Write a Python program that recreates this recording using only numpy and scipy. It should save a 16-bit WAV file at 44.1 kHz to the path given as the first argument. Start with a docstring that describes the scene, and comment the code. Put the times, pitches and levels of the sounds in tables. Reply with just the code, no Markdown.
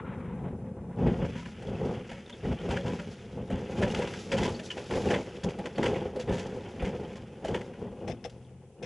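"""Tyres scrub and squeal over a low rumble as a car slides off the tarmac, outdoors and some way off.
It meets an earth bank and rolls over many times. Ground contact forces the shell to boom and drum,
buckling panels crack and clang in their modes, shards ring, and gravel and fragments rain down.
Near the end a torn-off part clanks on the left and a faint low hum climbs in pitch."""
import sys
import numpy as np
from scipy import signal
from scipy.fft import rfft, irfft
from scipy.io import wavfile
from scipy.ndimage import uniform_filter1d

SR = 44100
rng = np.random.default_rng(int(sys.argv[2]) if len(sys.argv) > 2 else 0)


def to_wav(sig):
    """Store sig (one row per channel, or 1-D mono) as 16-bit WAV at the path in sys.argv[1].

    Samples outside -1..1 are clipped; the rate is SR.
    """
    pcm = np.clip(np.atleast_2d(sig), -1, 1) * 32767
    pcm = np.round(pcm).astype(np.int16)
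    wavfile.write(sys.argv[1], SR, pcm.T)  # frames by channels


N = 390285


def from_db(db):
    """Amplitude ratio of a level in decibels."""
    return 10 ** (np.asarray(db) / 20)


def rms_one(x):
    """Normalisation to an rms of 1."""
    return x / np.sqrt(np.mean(x ** 2) + 1e-20)


def in_time(rows):
    """Linear interpolation: each column after the time becomes a curve with one value a sample."""
    s, *columns = np.transpose(rows)
    return [np.interp(np.arange(N) / SR, s, column) for column in columns]


def colour(x, spectrum):
    """Minimum-phase filtering by a spectrum whose rows give frequency in Hz and gain in dB."""
    size = 2 ** 14
    hz, db = np.transpose(spectrum)
    grid_hz = np.maximum(np.arange(size // 2 + 1) * SR / size, 1)
    gain = from_db(np.interp(np.log(grid_hz), np.log(hz), db))
    cepstrum = irfft(np.log(gain))
    cepstrum[1:size // 2] *= 2   # folding onto positive time makes the filter causal
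    cepstrum[size // 2 + 1:] = 0
    return signal.fftconvolve(x, irfft(np.exp(rfft(cepstrum))))[:N]


def drift(hz):
    """Random fluctuation: noise low-passed at the given frequency, rms 1."""
    r = np.exp(-2 * np.pi * hz / SR)
    return rms_one(signal.lfilter([1], [1, -2 * r, r * r], rng.standard_normal(N + SR))[SR:])


def resonate(x, hz, width_hz):
    """Forced response of a damped oscillator, with gain 1 at resonance."""
    r = np.exp(-np.pi * width_hz / SR)
    feedback = [1, -2 * r * np.cos(2 * np.pi * hz / SR), r * r]
    return signal.lfilter([(1 - r * r) / 2, 0, (r * r - 1) / 2], feedback, x)


def contacts(spectrum, per_s, spread_db, level_db):
    """Shot noise: random knocks of uneven size, filtered by a spectrum, follow a level curve."""
    sizes = from_db(spread_db * np.minimum(rng.exponential(1, N), 4)) * rng.choice([-1, 1], N)
    knocks = sizes * (rng.random(N) < per_s / SR)
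    return rms_one(colour(knocks, spectrum)) * from_db(level_db)


def blow(t60, rise_s, bend=1):
    """Impact envelope: a quick rise and a 60 dB fall in t60 (0.02 to 1 s), steepening if bend > 1."""
    t = np.arange(SR // 2) / SR
    fall_db = 60 * np.minimum((t / np.clip(t60, .02, 1)) ** bend, 5)
    return (1 - np.exp(-t / rise_s)) * from_db(-fall_db)


def add(track, part, s):
    """Superposition of a short sound on a track, starting at s seconds."""
    at = round(s * SR)
    track[at:at + len(part)] += part[:N - at]


# Spectrum of the open air. Each row: frequency in Hz, relative level in dB.
AIR_SPECTRUM = [(18, -36), (30, -25), (178, -28), (291, -27), (527, -2), (1030, -40), (2560, -8.5),
                (4200, -17.5), (5650, -14), (11000, -14)]


def open_air():
    """Ambient noise: a faint, gently stirring hiss, uncorrelated between the two sides."""
    levels_db = [-69.5 + 1.5 * drift(12) for side in range(2)]
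    return [from_db(db) * rms_one(colour(rng.standard_normal(N), AIR_SPECTRUM)) for db in levels_db]


# Level of the smeared copy against the car's own sound. Each row: frequency in Hz, gain in dB.
SMEAR_SPECTRUM = [(60, -31), (340, -69), (1950, -27.5), (11200, -2.5)]


def side_smear(car):
    """Decorrelation: a faint, mostly high, smeared copy of the car, opposite in sign on each side, sets the two
    sides slightly apart."""
    response = rng.standard_normal(SR // 2) * blow(t60=0.02, rise_s=0.002)
    smear = signal.fftconvolve(car, response / np.linalg.norm(response))[:N]
    return colour(smear, SMEAR_SPECTRUM) * np.array([[1], [-1]])


# Course of the hum. Each row: time in seconds, frequency in Hz, rms level of the upper tone in dB.
HUM_GLIDE = [(7.95, 109.5, -58), (8.606, 132, -52.5), (8.85, 135, -65)]


def hum():
    """Frequency glide: a faint low tone climbs with a weaker one at two thirds of its frequency."""
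    hz, db = in_time(HUM_GLIDE)
    phase = 2 * np.pi * np.cumsum(hz) / SR
    fade_in = np.clip((np.arange(N) / SR - HUM_GLIDE[0][0]) / 0.048, 0, 1)
    return np.sqrt(2) * from_db(db) * fade_in * (np.sin(phase) + from_db(-6.5) * np.sin(phase * 2 / 3))


# Landings of a torn-off part. Each row: start in seconds, level in dB, rattling time in seconds.
PART_LANDINGS = [(8.075, -51, .05), (8.241, -45, .018), (8.827, -50, .03)]
# Modes of that part. Each row: frequency in Hz, relative level in dB.
PART_MODES = [(1610, 0.5), (2040, 4.5), (2600, 6), (3500, 2), (5200, 1), (5600, -0.5), (6200, -4)]


def loose_part():
    """Modal ringing: a part rattles on the tarmac to the left, and every touch excites its modes."""
    left_lead_db, t60, touches_per_s = 10.5, 0.023, 3000
    out = np.zeros(N)
    t = np.arange(SR // 4) / SR
    for s, db, rattle_s in PART_LANDINGS:
        sizes = from_db(3.4 * rng.exponential(1, len(t))) * rng.choice([-1, 1], len(t))
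        touches = sizes * (rng.random(len(t)) < touches_per_s / SR)
        envelope = np.minimum(t / 0.0013, 1) * from_db(-60 * np.maximum(t - rattle_s, 0) / t60)
        modes = sum(from_db(mode_db) * resonate(touches, hz, width_hz=260) * (-1) ** k
                    for k, (hz, mode_db) in enumerate(PART_MODES))
        add(out, from_db(db) * envelope * rms_one(modes), s)
    return out * from_db([[left_lead_db / 2], [-left_lead_db / 2]])


# Ringing glass and metal. Each row: start in seconds, level in dB, frequency in Hz.
SHARD_PINGS = [(2.326, -40.5, 3400), (4.547, -42, 4530), (4.703, -28, 2950), (5.757, -49, 4440)]


def shards():
    """Damped free vibration: each shard rings briefly on an unsteady pitch."""
    out = np.zeros(N)
    for s, db, hz in SHARD_PINGS:
        envelope = blow(t60=0.08, rise_s=0.00064)
        waver = 1 + .03 * drift(300)[:len(envelope)]
        phase = 2 * np.pi * hz * np.cumsum(waver) / SR
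        add(out, from_db(db) * envelope * np.sin(phase), s)
    return out


# Loudness of the sliding tyres. Each row: time in seconds, level in dB.
SCRUB_LEVELS = [(0.0, -43), (0.01, -49.5), (0.772, -65.5), (0.97, -61.5)]
# Spectrum of their scrubbing. Each row: frequency in Hz, relative level in dB.
SCRUB_SPECTRUM = [(530, -34), (900, -5), (1190, -13), (2200, -16.5), (3900, -34), (5070, -65), (8580, -120)]
# Squeal of the rubber. Each row: time in seconds, frequency in Hz, level in dB.
SQUEAL_GLIDE = [(0.05, 1350, -52.5), (.2, 1364, -60), (.29, 968, -58), (.49, 613, -48.5)]


def skid():
    """Sliding friction: tyres scrub on tarmac, then more faintly on grass, with a falling squeal."""
    t = np.arange(N) / SR
    (scrub_db,) = in_time(SCRUB_LEVELS)
    scrub = contacts(SCRUB_SPECTRUM, per_s=11000, spread_db=2.0, level_db=scrub_db + 3.0 * drift(14))
    hz, squeal_db = in_time(SQUEAL_GLIDE)
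    unsteady_slip = 1 + .05 * drift(90)
    phase = 2 * np.pi * np.cumsum(hz * unsteady_slip) / SR
    hoarseness_db = 4.0 * drift(60)
    squeal = from_db(squeal_db + hoarseness_db) * np.sin(phase)
    return (t < SCRUB_LEVELS[-1][0]) * scrub + (t < SQUEAL_GLIDE[-1][0]) * squeal


def fragments(per_s, quality):
    """Poisson impacts: loose fragments tick at random, each on one of 14 resonances; rms 1."""
    pitches_hz = np.geomspace(1300, 3600, num=14)
    sizes = from_db(7.0 * np.minimum(rng.exponential(1, N), 4))
    hits = sizes * (rng.random(N) < per_s / SR)
    pitch_index = rng.integers(0, len(pitches_hz), size=N)
    return rms_one(sum(resonate(hits * (pitch_index == k) + 1e-18, hz, width_hz=hz / quality)
                       for k, hz in enumerate(pitches_hz)))


# Metal on earth and falling gravel. Each row: time in seconds, grinding level in dB, grit level in dB.
DEBRIS_LEVELS = [(0.97, -62, -69.5), (1.28, -53, -62), (1.52, -58, -64), (1.89, -55, -63.5),
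                 (2.37, -58, -63), (2.7, -49, -57.5), (3.1, -57, -57), (3.4, -61.5, -67),
                 (3.98, -46.5, -51), (4.2, -52, -51), (4.79, -57, -54.5), (5.07, -48.5, -49.5),
                 (5.5, -58.5, -64), (5.9, -49.5, -56.5), (6.15, -58, -64.5), (7.01, -56.5, -62),
                 (7.35, -63, -70), (7.64, -60, -64), (7.9, -65.5, -74), (8.39, -70.5, -74),
                 (8.85, -78.5, -100)]
# Spectra of grinding metal and of fine grit. Each row: frequency in Hz, relative level in dB.
GRIND_SPECTRUM = [(710, -35), (1170, -3), (1500, 0), (2990, -1), (3450, -4), (3900, -31), (5070, -17),
                  (8580, -120)]
GRIT_SPECTRUM = [(2290, -10), (3600, 5.5), (4150, 1.5), (4900, 3.5), (6310, 2), (7770, -4), (8930, -17.5),
                 (10400, -6), (11000, -3)]


def debris(drum_db, jolt):
    """Abrasion: from the bank onward metal grinds and gravel flies, more so as the drumming swells."""
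    bank_s = 0.97
    grind_db, grit_db = in_time(DEBRIS_LEVELS)
    press_db = drum_db - uniform_filter1d(drum_db, size=SR // 3)
    scrape_db = grind_db + 0.41 * press_db + 0.92 * jolt
    grind = contacts(GRIND_SPECTRUM, per_s=3000, spread_db=1.5, level_db=scrape_db + 1.64 * drift(44))
    ticks = from_db(scrape_db - 7.5) * fragments(per_s=250, quality=30)
    spray_db = grit_db + 0.25 * press_db + 1.2 * jolt + 2.0 * drift(20)
    grit = contacts(GRIT_SPECTRUM, per_s=17000, spread_db=4.5, level_db=spray_db)
    return (np.arange(N) / SR > bank_s) * (grind + ticks + grit)


# The shell presses on the ground. Each row: start, swell time and hold time in seconds,
# boom level and drumming level in dB, decay rate in dB per second.
SHELL_LANDINGS = [(0.962, 0.1, 0.0028, -23, -27, 169), (1.144, 0.085, 0.022, -27.5, -33.5, 445),
                  (1.59, 0.14, 0.0084, -34.5, -37, 150), (1.769, 0.068, 0.053, -33, -33, 99),
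                  (2.108, 0.015, 0.0091, -41, -41, 162), (2.429, 0.028, 0.075, -27, -35, 602),
                  (2.564, 0.12, 0.082, -35.5, -34.5, 169), (2.838, 0.0072, 0.065, -33, -37, 84),
                  (3.327, 0.049, 0.0084, -35, -42, 97), (3.481, 0.051, 0.0075, -29.5, -37, 202),
                  (3.761, 0.032, 0.051, -29.5, -32, 74), (3.944, 0.035, 0.032, -41, -35, 125),
                  (4.283, 0.076, 0.07, -28.5, -29.5, 97), (4.733, 0.03, .01, -43, -38.5, 200),
                  (4.894, 0.019, 0.078, -35, -33.5, 75), (5.026, 0.034, 0.063, -32.5, -28.5, 119),
                  (5.432, 0.016, 0.02, -28, -31, 298), (5.577, 0.011, 0.013, -48, -39.5, 50),
                  (5.777, 0.008, 0.13, -33, -29, 74), (6.271, 0.012, 0.016, -30.5, -31.5, 105),
                  (6.78, 0.051, 0.019, -36.5, -36, 46), (7.422, 0.12, 0.0095, -35.5, -31.5, 151),
                  (7.788, 0.038, 0.02, -39, -38.5, 115), (7.97, 0.077, 0.0041, -42.5, -42.5, 200),
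                  (8.07, 0.013, 0.023, -36, -39.5, 301), (8.78, 0.056, .01, -41, -44, 100)]


def landing_power():
    """Incoherent addition: boom and drumming powers sum over landings that swell, hold and decay."""
    swell_db = 15.5
    t = np.arange(N) / SR
    power = np.zeros((2, N))
    for s, swell_s, hold_s, boom_db, drum_db, fall_db_per_s in SHELL_LANDINGS:
        now = slice(round(s * SR), round((s + 1) * SR))
        age = t[now] - s
        rise_db = -swell_db * np.clip(1 - age / swell_s, 0, 1)
        fall_db = fall_db_per_s * np.maximum(age - swell_s - hold_s, 0)
        power[:, now] += from_db(rise_db - fall_db + [[boom_db], [drum_db]]) ** 2
    return power


# Rumble beneath the landings. Each row: time in seconds, boom level in dB, drumming level in dB.
RUMBLE_LEVELS = [(0, -41.5, -48.5), (.42, -34.5, -43.5), (.7, -41.5, -47.5), (1.3, -36.5, -47.5),
                 (1.55, -47, -56), (2.3, -49, -53.5), (3.2, -46, -51.5), (3.65, -41.5, -41),
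                 (4.7, -49, -49.5), (5.35, -46.5, -45.5), (6.6, -43, -43.5), (7.35, -47, -48),
                 (8.4, -51, -54), (8.85, -62, -61.5)]
# Spectra of the shell's low boom and higher drumming. Each row: frequency in Hz, relative level in dB.
BOOM_SPECTRUM = [(15, -49), (25, -24), (54, -6), (145, 1.5), (178, 4), (246, -2), (300, -14), (390, -46.5),
                 (660, -120)]
DRUM_SPECTRUM = [(180, -19), (300, -2.5), (477, 2.5), (539, -2), (605, -10), (833, -9.5), (1200, -24.5),
                 (1560, -26.5), (2640, -120)]


def rolling():
    """Forced vibration: ground contact makes the shell boom, drum and grind, all sharing its jolts."""
    rumble_power = from_db(in_time(RUMBLE_LEVELS)) ** 2
    boom_db, drum_db = 10 * np.log10(rumble_power + landing_power())
    jolt = drift(18)
    boom = contacts(BOOM_SPECTRUM, per_s=900, spread_db=0.0, level_db=boom_db + 0.9 * jolt)
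    drum = contacts(DRUM_SPECTRUM, per_s=900, spread_db=2.0, level_db=drum_db + 2.0 * jolt)
    return boom + drum + debris(drum_db, jolt)


# The shell hits the ground. Each row: start in seconds, level in dB, shell resonance in Hz,
# relative level of the ground push in dB.
GROUND_HITS = [(1.623, -33, 185, -22), (2.114, -30, 173, -15), (2.455, -38, 151, 8), (2.689, -25, 574, -1),
               (3.504, -25, 202, -24), (3.777, -36, 400, -17.5), (3.817, -20.5, 382, -21),
               (3.989, -21, 504, -29), (4.341, -26, 516, -24), (4.488, -25, 910, -25),
               (4.77, -31, 486, -22), (4.908, -28, 815, -25), (4.96, -24, 252, -8), (5.055, -27, 480, -12),
               (5.13, -24, 354, -14), (5.445, -39, 222, 6), (5.587, -25, 185, -18), (5.782, -38, 567, -5),
               (5.861, -21, 530, -23), (6.16, -27.5, 520, -29), (6.192, -27, 500, -32),
               (6.293, -26.5, 115, -7), (6.564, -29.5, 400, -18), (6.822, -28.5, 414, 2),
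               (7.448, -21.5, 524, -20), (7.548, -30, 397, -19), (8.079, -25, 520, -28),
               (8.097, -28, 540, -30), (8.249, -27.5, 525, -21), (8.826, -30, 465, -29)]


def thuds():
    """Impact excitation: each hit pushes the ground, rings a shell resonance and knocks the panels."""
    out = np.zeros(N)
    for s, db, hz, push_db in GROUND_HITS:
        shake = rng.standard_normal(SR // 2) * blow(t60=0.078, rise_s=0.00013)
        ring = resonate(shake, hz, width_hz=0.16 * hz)
        push = resonate(resonate(shake, 48, width_hz=79), 48, width_hz=79)
        knock = resonate(shake, 493, width_hz=29) - 0.17 * resonate(shake, 835, width_hz=115)
        for part, peak_db in ((ring, -5), (push, push_db), (knock, -6)):
            add(out, from_db(db + peak_db) * part / np.abs(part).max(), s)
    return out


# Panels buckle and fragments strike. Each row: start in seconds, relative level in dB,
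# clang frequency in Hz, nominal decay time in seconds, relative treble level in dB.
PANEL_CRACKS = [(0.987, -39.5, 1670, 0.24, -33), (1.064, -29, 1860, 0.3, -34),
                (1.249, -36, 2260, 0.21, -14), (1.354, -34.5, 2130, 0.43, -17),
                (1.454, -29, 1730, 0.037, -39), (2.091, -32, 2220, 0.39, -19.5),
                (2.294, -26, 3240, 0.038, -12), (2.7056, -21.5, 3230, 0.13, -18.5),
                (2.763, -23.5, 1740, 0.11, -21), (2.858, -30.5, 1430, 0.25, -14.5),
                (2.99, -25.5, 1350, 0.084, -24), (3.501, -33, 1870, 0.44, -21),
                (3.7773, -38, 1320, 0.12, -28), (3.823, -17, 1700, 0.12, -24),
                (3.943, -19.5, 3350, 0.079, -16), (4.019, -17, 2320, 0.057, -21),
                (4.073, -21, 2860, 0.057, -15), (4.135, -22, 2180, 0.077, -15),
                (4.317, -15, 2420, 0.12, -17), (4.366, -24, 3030, 0.52, -14.5),
                (4.429, -15.5, 2060, 0.065, -13.5), (4.449, -19, 3350, 0.1, -15),
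                (4.591, -28, 1760, 0.067, -17), (4.704, -23.5, 2860, 0.13, -14.5),
                (4.773, -25.5, 2620, 0.11, -16), (4.908, -27, 1340, 0.13, -37),
                (4.936, -27, 1780, 0.12, -18), (5.101, -17.5, 1660, 0.13, -19.5),
                (5.14, -17, 2090, 0.11, -24), (5.434, -26.5, 3320, 0.063, -4),
                (5.487, -31.5, 2380, 0.19, -14), (5.5907, -35, 1550, 0.1, -30),
                (5.657, -19, 1970, 0.051, -16), (5.78, -18, 1690, 0.037, -18.5),
                (5.827, -19, 1350, 0.23, -16.5), (5.8596, -15, 1600, 0.067, -25),
                (5.955, -26.5, 2510, 0.14, -33), (6.1951, -28.5, 3400, 0.13, -9),
                (6.275, -30.5, 1730, 0.31, -37), (6.314, -32.5, 1650, 0.69, -10),
                (6.38, -31, 1320, 0.17, -12), (6.795, -28.5, 2380, 0.19, -41),
                (6.842, -28.5, 2100, 0.24, -16), (7.155, -34, 3200, 0.11, -10),
                (7.444, -31.5, 3050, 0.53, -14), (7.544, -22, 1900, 0.1, -25),
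                (7.609, -30.5, 1990, 0.053, -21), (7.736, -39.5, 1500, 0.21, -33),
                (8.295, -38.5, 2780, 0.046, -0.5)]
# Modes of the bodywork. Each row: frequency in Hz, bandwidth in Hz, relative level in dB.
BODY_MODES = [(577, 12.6, 11), (810, 23, -1.5), (960, 50, 4.5)]


def cracks():
    """Buckling: each burst of tearing has a clang of its own and excites the modes of the bodywork."""
    jerks = from_db(3.2 * drift(140))   # the sheet gives way unevenly
    noise = jerks * rng.standard_normal(N)
    tear = rms_one(colour(noise, GRIND_SPECTRUM))
    splinter = rms_one(colour(noise, GRIT_SPECTRUM))
    # Where a blow lands decides which modes speak, and crumpling shifts their frequencies.
    shares_db = rng.normal(0, 3, (len(PANEL_CRACKS), len(BODY_MODES)))
    detunings = rng.uniform(.9, 1.1, len(PANEL_CRACKS))
    out = np.zeros(N)
    for (s, db, hz, decay_s, treble_db), mode_shares, detune in zip(PANEL_CRACKS, shares_db, detunings):
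        at = round(s * SR)
        decay = blow(t60=0.81 * decay_s, rise_s=0.0025, bend=1.345)[:N - at]
        snap = 0.65 * blow(t60=0.015, rise_s=0.00016)[:N - at]
        burst = snap + decay
        now = slice(at, at + len(burst))
        tearing = burst * tear[now]
        treble = from_db(treble_db + 10.5) * decay * splinter[now]
        clang = from_db(2.0) * resonate(tearing, hz, width_hz=125)
        for (mode_hz, width_hz, mode_db), share_db in zip(BODY_MODES, mode_shares):
            mode = resonate(burst * noise[now], detune * mode_hz, width_hz)
            clang += from_db(mode_db + share_db + 15.0) * mode
        add(out, from_db(db - 17.0) * (tearing + treble + clang), s)
    return out


# The car is a little louder on the left. Each row: time in seconds, left minus right level in dB.
CAR_BALANCE = [(0, 1.6), (1.0, .6), (7.3, .3), (8.2, 1.8)]


def scene():
    """Superposition in stereo: the car, a faint smeared copy of it opposite in sign on each side, the loose
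    part and the open air."""
    car = skid() + rolling() + thuds() + cracks() + shards() + hum()
    (balance_db,) = in_time(CAR_BALANCE)
    panned = car * from_db([balance_db / 2, -balance_db / 2])
    return open_air() + panned + side_smear(car) + loose_part()


def comb(x, delay, depth, sharpness):
    """Interference: delayed copies cut evenly spaced dips in the spectrum; feedback narrows them."""
    lag = round(delay)
    zero = sharpness + (1 - sharpness) * depth
    out = x.copy()
    out[:, lag:] -= zero * x[:, :-lag]
    for i in range(lag, N, lag):
        out[:, i:i + lag] += sharpness * out[:, i - lag:i][:, :N - i]
    return out


# Combs of narrow spectral dips. Each row: delay in samples, depth from 0 to 1, sharpness from 0 to 1.
COMBS = [(289.9, 0.46, 0.57), (147, 0.36, 0.87)]


def record(dry):
    """Filters in cascade: two combs colour the sound and a steep low-pass removes the highest treble."""
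    stopband_hz = 11300
    for delay, depth, sharpness in COMBS:
        dry = comb(dry, delay, depth, sharpness)
    return signal.sosfilt(signal.cheby2(18, 60, stopband_hz, fs=SR, output="sos"), dry)


dry = scene()
out = record(dry)
to_wav(out)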